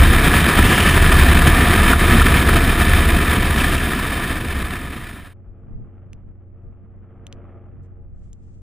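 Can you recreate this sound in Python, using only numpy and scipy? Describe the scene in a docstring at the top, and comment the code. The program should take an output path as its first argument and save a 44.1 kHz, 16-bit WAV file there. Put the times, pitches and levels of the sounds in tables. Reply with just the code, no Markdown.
"""From jump plane to quiet field

Slipstream roars over a camera microphone in the open door of a jump plane: eddies thump, rasp and fizz
on the housing, air swishes off the jumper's suit and the propeller throbs underneath.
The roar fades into a quiet field under a parachute, where the plane drones far off,
a breeze brushes the microphone and the plastic camera ticks a few times in the hand."""
import sys
import numpy as np
from scipy.fft import rfft, irfft, next_fast_len
from scipy.io import wavfile
from scipy.ndimage import map_coordinates

SR = 44100
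rng = np.random.default_rng(int(sys.argv[2]) if len(sys.argv) > 2 else 0)


def generate_wav(signal):
    """Clip the signal to [-1, 1] and save it as 16-bit WAV at the path in sys.argv[1]."""
    frames = np.transpose(np.atleast_2d(signal))
    scaled = np.clip(frames, -1, 1) * 32767
    pcm = np.round(scaled).astype(np.int16)
    wavfile.write(sys.argv[1], SR, pcm)


N = 380132
TIME = np.arange(N) / SR
# the door's roar fades in a straight line of gain and is cut just short of silence
FADE_START_S, FADE_ZERO_S, CUT_S = 2.08, 5.374, 5.34

# partials of the far plane: f/Hz, level/dB
DRONE_PARTIALS = [(91, -45), (115.8, -54), (182, -59.5), (215, -61), (231, -64.5), (272.5, -62.5),
                  (330, -65.5), (347, -67.5), (363.7, -63.5), (379, -73), (429.7, -73.5), (454.7, -67),
                  (463, -68.5), (527.6, -80.5), (561, -71), (676, -74), (816.5, -76.5)]
# colour of the far rush of air: f/Hz, level/dB
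FAR_AIR_SPECTRUM = [(100, 0), (330, 0.5), (410, -4.5), (580, 1.5), (800, -4), (960, -10), (1250, -4),
                    (1550, -12), (1800, -14.5), (2500, -21), (3300, -30), (4200, -56), (15000, -61)]
# swells of that rush: t/s, half width/s, relative level/dB
FAR_AIR_SWELLS = [(5.82, 0.42, -64), (6.68, .25, -67.5), (7.25, .25, -60.5), (7.49, .13, -57),
                  (7.8, .2, -64.5)]
# faint high rustles: t/s, half width/s, level/dB
RUSTLE_SWELLS = [(7.845, .015, -80), (8.25, .06, -79), (8.52, .11, -78)]
# colour of the rustles: f/Hz, level/dB
RUSTLE_SPECTRUM = [(3000, -2), (4500, -6), (7500, 2), (9500, -9), (11000, -23.5), (14000, -30.5)]
# puffs of breeze: t/s, half width/s, flutter level/dB, rumble level/dB
BREEZE_PUFFS = [(5.48, 0.041, -60, -45), (5.77, .07, -39, -36), (6.11, .05, -47, -49),
                (6.27, 0.031, -48, -41), (6.68, .04, -50, -41), (6.84, 0.027, -50, -58),
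                (6.99, .03, -61.5, -44), (7.36, .1, -52, -49), (7.78, 0.064, -45, -47),
                (8.16, 0.14, -52, -41), (8.5, 0.12, -55, -43)]
# colours of the breeze's flutter and rumble on the microphone: f/Hz, level/dB
FLUTTER_SPECTRUM = [(40, -14.5), (135, 1.5), (190, -4.5), (260, -11), (400, -28), (900, -38.5), (2000, -82),
                    (5000, -120)]
RUMBLE_SPECTRUM = [(5, -3.5), (20, 0.5), (45, 3.5), (70, -3), (110, -18.5), (200, -36), (400, -58),
                   (1000, -75), (4000, -120)]
# ticks of the camera body: t/s, relative level/dB, ring f/Hz
CAMERA_TICKS = [(6.131, -32.5, 2630), (7.2667, -26.5, 3020), (7.3257, -27, 3140), (8.33, -35, 7150)]
# modes of the plastic case: f/Hz, level/dB, t60/s
CASE_MODES = [(4030, -8, 0.0027), (6200, -4, .0025), (8200, -5, 0.0019), (10800, -9, .002),
              (13500, -16, .002)]
# propeller and cabin tones: f/Hz, relative level/dB, pitch wander/Hz
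PROPELLER_TONES = [(31.9, -4.5, 0.92), (63.2, -5, 0.87), (76.8, -5.5, 2.2), (344.5, -23, 0.99),
                   (667, -26.5, 3)]
# fader ride on the propeller, heard from the door: t/s, level/dB
THROB_LEVELS = [(0.0, -8.5), (0.52, -23.0), (0.6, -11.5), (0.76, -24.5), (1.0, -12.5), (1.56, -12.5),
                (1.68, -17), (2.08, -13), (2.48, -15.5), (2.64, -9), (2.8, -15.5), (2.92, -10),
                (4.04, -18.5), (4.36, -20), (4.52, -11.5), (5.0, -17)]
# the jumper leans out, then leaves: start t/s, end t/s, level/dB
SUIT_SWISHES = [(0.522, 1.09, -25.5), (3.522, 3.67, -24), (3.633, 3.883, -26.5)]
# colour of air glancing off the suit: f/Hz, level/dB
SUIT_SPECTRUM = [(1200, -33.5), (2200, -3.5), (2900, 7), (3900, -16.5), (5300, -8.5), (6100, -15),
                 (7000, -13), (10000, -14.5), (15000, -28.5)]
# sharp slaps of air: t/s, level/dB, ring f/Hz
AIR_SLAPS = [(.977, -9.5, 1780), (1.9332, -6.5, 1500), (1.9353, -4, 1380), (2.216, -7.5, 1350),
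             (2.219, -3.5, 1307), (2.342, -7.5, 2320)]
# cavities of the camera housing: f/Hz, width/Hz, gain/dB
HOUSING_CAVITIES = [(705, 95, 9), (990, 80, 5), (1228, 170, 5), (1744, 180, 7.5), (2130, 200, -1.5),
                    (2400, 430, 4), (2830, 120, -3), (3110, 150, 5.5), (3650, 350, 4.5), (6654, 410, 2.5),
                    (8320, 240, 7), (8890, 200, 6), (9600, 300, 6), (10240, 290, 7), (13700, 240, 7.5),
                    (15100, 220, 5.5)]
# colours of the slipstream's low buffet, mid rush and top fizz: f/Hz, level/dB
BUFFET_SPECTRUM = [(8, -22.5), (18, -12.5), (27, 3.5), (45, -5.5), (75, 2.5), (105, 0), (220, -2),
                   (330, -5.5), (450, -11.5), (600, -20.5), (1000, -32), (3000, -81)]
RUSH_SPECTRUM = [(150, -44.5), (500, -7.5), (850, -6.5), (1150, -1), (1900, 0), (2600, -5.5), (3600, -9.5),
                 (4400, -16), (5300, -17), (6000, -28), (6600, -22), (8000, -28.5), (11000, -45)]
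FIZZ_SPECTRUM = [(3000, -52.5), (6100, -24), (7000, -6.5), (7800, -5), (8500, -2), (10300, 0.5),
                 (10900, -1.5), (11300, -10), (12800, -7.5), (13400, -3), (14400, 1), (15300, -7)]
# the strongest gusts, and brief drawn-in dips, deepest where the camera's gain control
# ducks after a hard slap: t/s, half width/s, gain/dB
GUSTS_AND_DUCKS = [(.62, .04, 1.5), (.975, 0.0059, 2), (1.15, 0.026, 1.5), (1.48, 0.0074, 3.5),
                   (1.96, 0.027, -7), (2.2, 0.024, 0.5), (2.236, 0.016, -5), (3.765, .012, -2),
                   (4.26, 0.099, 1), (4.39, 0.015, -2)]


def amp(db):
    """Decibels to gain."""
    return np.exp(np.asarray(db) * np.log(10) / 20)


def unit(x):
    """Scaled to rms 1."""
    return x / np.sqrt(np.mean(x ** 2) + 1e-20)


def wobble(rate):
    """A smooth random curve, rate knots a second."""
    knots = rng.standard_normal(int(N * rate / SR) + 4)
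    steps = np.arange(0, len(knots) - 1, 1 / 8)
    return np.interp(TIME * rate, steps, map_coordinates(knots, [steps]))


def humps(rows):
    """A sum of bell curves from rows of t/s, half width/s, height."""
    return sum(height * np.exp(-((TIME - s) / width) ** 2) for s, width, height in rows)


def swelling(rows, base_db):
    """Level in dB of a steady bed plus swells (t/s, half width/s, level/dB), added in power."""
    power = amp(base_db) ** 2 + humps((s, width, amp(db) ** 2) for s, width, db in rows)
    return 10 * np.log10(power)


def filtered(x, response):
    """Equalise x with a gain that is a function of frequency."""
    size = next_fast_len(N + SR // 2)
    hz = np.fft.rfftfreq(size, 1 / SR)
    return irfft(rfft(x, size) * response(hz), size)[..., :N]


def noise(spectrum, cavities=(), drive=1):
    """Noise of rms 1, swelling with drive, coloured by a spectrum and bell-shaped cavity resonances."""
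    def colour(hz):
        points_hz, points_db = np.transpose(spectrum)
        contour_db = np.interp(np.log(hz + 1), np.log(points_hz), points_db)
        bells_db = sum(db * .5 ** ((2 * (hz - centre) / width) ** 2) for centre, width, db in cavities)
        return amp(contour_db + bells_db)
    return unit(filtered(drive * rng.standard_normal(N), colour))


def tone(hz, wander_hz, rate, flutter_db):
    """A sine of rms 1 whose pitch and level drift."""
    phase = 2 * np.pi * (np.cumsum(hz + wander_hz * wobble(rate)) / SR + rng.random())
    return unit(np.sin(phase) * amp(flutter_db * wobble(rate)))


def spread(source, side_db):
    """Mid/side stereo: one draw of the source in the centre, a second in opposite phase."""
    return source() + amp(side_db) * source() * np.array([[1], [-1]])


def far_plane():
    """A distant drone whose upper partials flutter more and swell with the far rush of air."""
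    air_db = swelling(FAR_AIR_SWELLS, base_db=-72)
    swell_db = air_db - np.mean(air_db[TIME > CUT_S])
    waver_db = 2.5 * wobble(28)
    drone = 0
    for hz, db in DRONE_PARTIALS:
        height = min(hz / 600, 1)
        level = amp(db + height * (1.1 * swell_db + height * waver_db))
        drone += level * tone(hz, wander_hz=.004 * hz, rate=5, flutter_db=0.76 + 2.2 * height)
    eddies = amp(1.5 * wobble(40) + 2.0 * wobble(300))
    air = spread(lambda: noise(FAR_AIR_SPECTRUM, drive=eddies), side_db=-13)
    return drone + amp(air_db + 3.5) * air


def rustles():
    """Faint, uneven rustles rise out of a trace of hiss, very wide."""
    level = amp(swelling(RUSTLE_SWELLS, base_db=-101))
    return level * spread(lambda: noise(RUSTLE_SPECTRUM, drive=amp(2.5 * wobble(60))), side_db=3)


def breeze():
    """Soft puffs flutter and rumble, each microphone port catching its own air."""
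    s, width, flutter_db, rumble_db = np.transpose(BREEZE_PUFFS)
    flutter_level = amp(swelling(zip(s, width, flutter_db), base_db=-58.5))
    rumble_level = amp(swelling(zip(s, width, rumble_db), base_db=-48))
    flutter = spread(lambda: noise(FLUTTER_SPECTRUM), side_db=-2.5)
    rumble = spread(lambda: noise(RUMBLE_SPECTRUM), side_db=-1.5)
    return flutter_level * flutter + rumble_level * rumble


def camera_ticks(ring_t60_s=0.0034, attack_s=0.00012, scuff_db=-34, scuff_t60_s=0.049):
    """Tiny plastic clicks: the struck spot and the case ring briefly, with a faint scuff as the tail."""
    out = np.zeros(N)
    t = np.arange(SR // 10) / SR
    attack = 1 - np.exp(-(t / attack_s) ** 2)
    grit = noise(spectrum=[(1000, -19), (3000, 3), (7000, 1), (12000, -14), (15000, -24)])

    def mode(hz, db, t60_s):
        return np.sin(2 * np.pi * (hz * t + rng.random())) * amp(db - 60 * t / t60_s)

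    for s, db, hz in CAMERA_TICKS:
        start = round((s + 0.001) * SR)
        span = slice(start, start + len(t))
        ring = mode(hz, 0, ring_t60_s) + sum(mode(*row) for row in CASE_MODES)
        scuff = grit[span] * amp(scuff_db - 60 * t / scuff_t60_s)
        out[span] += amp(db + 2) * attack * (ring + scuff)
    # the case carries each click to the left port a moment later
    return np.array([np.roll(out, round(.00005 * SR)), out])


def propeller():
    """Blade beats and cabin boom, made unsteady by the air tearing past the door."""
    throb_db = np.interp(TIME, *np.transpose(THROB_LEVELS))
    tones = sum(amp(db) * tone(hz, wander_hz, rate=9, flutter_db=2.5)
                for hz, db, wander_hz in PROPELLER_TONES)
    return amp(throb_db) * tones


def suit_swishes():
    """The slipstream brightens while the jumper's suit moves through it."""
    strokes = 0
    for start, end, db in SUIT_SWISHES:
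        progress = np.clip((TIME - start) / (end - start), 0, 1)
        strokes += amp(db) * np.sin(np.pi * progress)
    return strokes * noise(SUIT_SPECTRUM, HOUSING_CAVITIES, drive=amp(4 * wobble(160)))


def air_slaps(half_width_s=0.0012, spit_db=-17):
    """A hard eddy rings the housing for a few cycles and spits fizz."""
    out = np.zeros(N)
    spit = amp(spit_db) * noise(FIZZ_SPECTRUM, HOUSING_CAVITIES)
    for s, db, hz in AIR_SLAPS:
        near = np.abs(TIME - s) < 4 * half_width_s
        t = TIME[near] - s
        envelope = amp(db) * np.exp(-(t / half_width_s) ** 2)
        out[near] += envelope * (np.sin(2 * np.pi * hz * t) + spit[near])
    return out


def slipstream(buffet_db=-16, rush_db=-17, fizz_db=-28):
    """Eddies of all sizes hit the housing: each one thumps, rasps and fizzes at once."""
    ride_db = 0.5 * wobble(22) + humps(GUSTS_AND_DUCKS)
    eddies_db = 0.86 * wobble(45) + 1.8 * wobble(140) + 1.5 * wobble(700)
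    force = amp(eddies_db)
    buffet = amp(buffet_db + 0.9 * wobble(20)) * noise(BUFFET_SPECTRUM, drive=amp(0.62 * eddies_db))
    rush = amp(rush_db) * noise(RUSH_SPECTRUM, HOUSING_CAVITIES, drive=force)
    crackle = amp(0.89 * wobble(2500))  # the smallest eddies bursting
    fizz = amp(fizz_db) * noise(FIZZ_SPECTRUM, HOUSING_CAVITIES, drive=force * crackle)
    return amp(ride_db) * (buffet + rush + fizz)


def scene():
    """The mono roar at the door fades away and uncovers the stereo field."""
    door = slipstream() + air_slaps() + suit_swishes() + propeller()
    field = far_plane() + breeze() + rustles() + camera_ticks()
    fade = np.interp(TIME, [FADE_START_S, FADE_ZERO_S], [1, 0])
    cut = np.clip((CUT_S - TIME) / 0.011, 0, 1)
    return fade * cut * door + field


def record(dry, top_hz=15330):
    """A soft clip rounds the loudest peaks, then a steep low-pass takes off the very top."""
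    rounded = dry / (1 + np.abs(dry) ** 8) ** (1 / 8)
    return filtered(rounded, lambda hz: 1 / np.sqrt(1 + (hz / top_hz) ** 400))


dry = scene()
out = record(dry)
generate_wav(out)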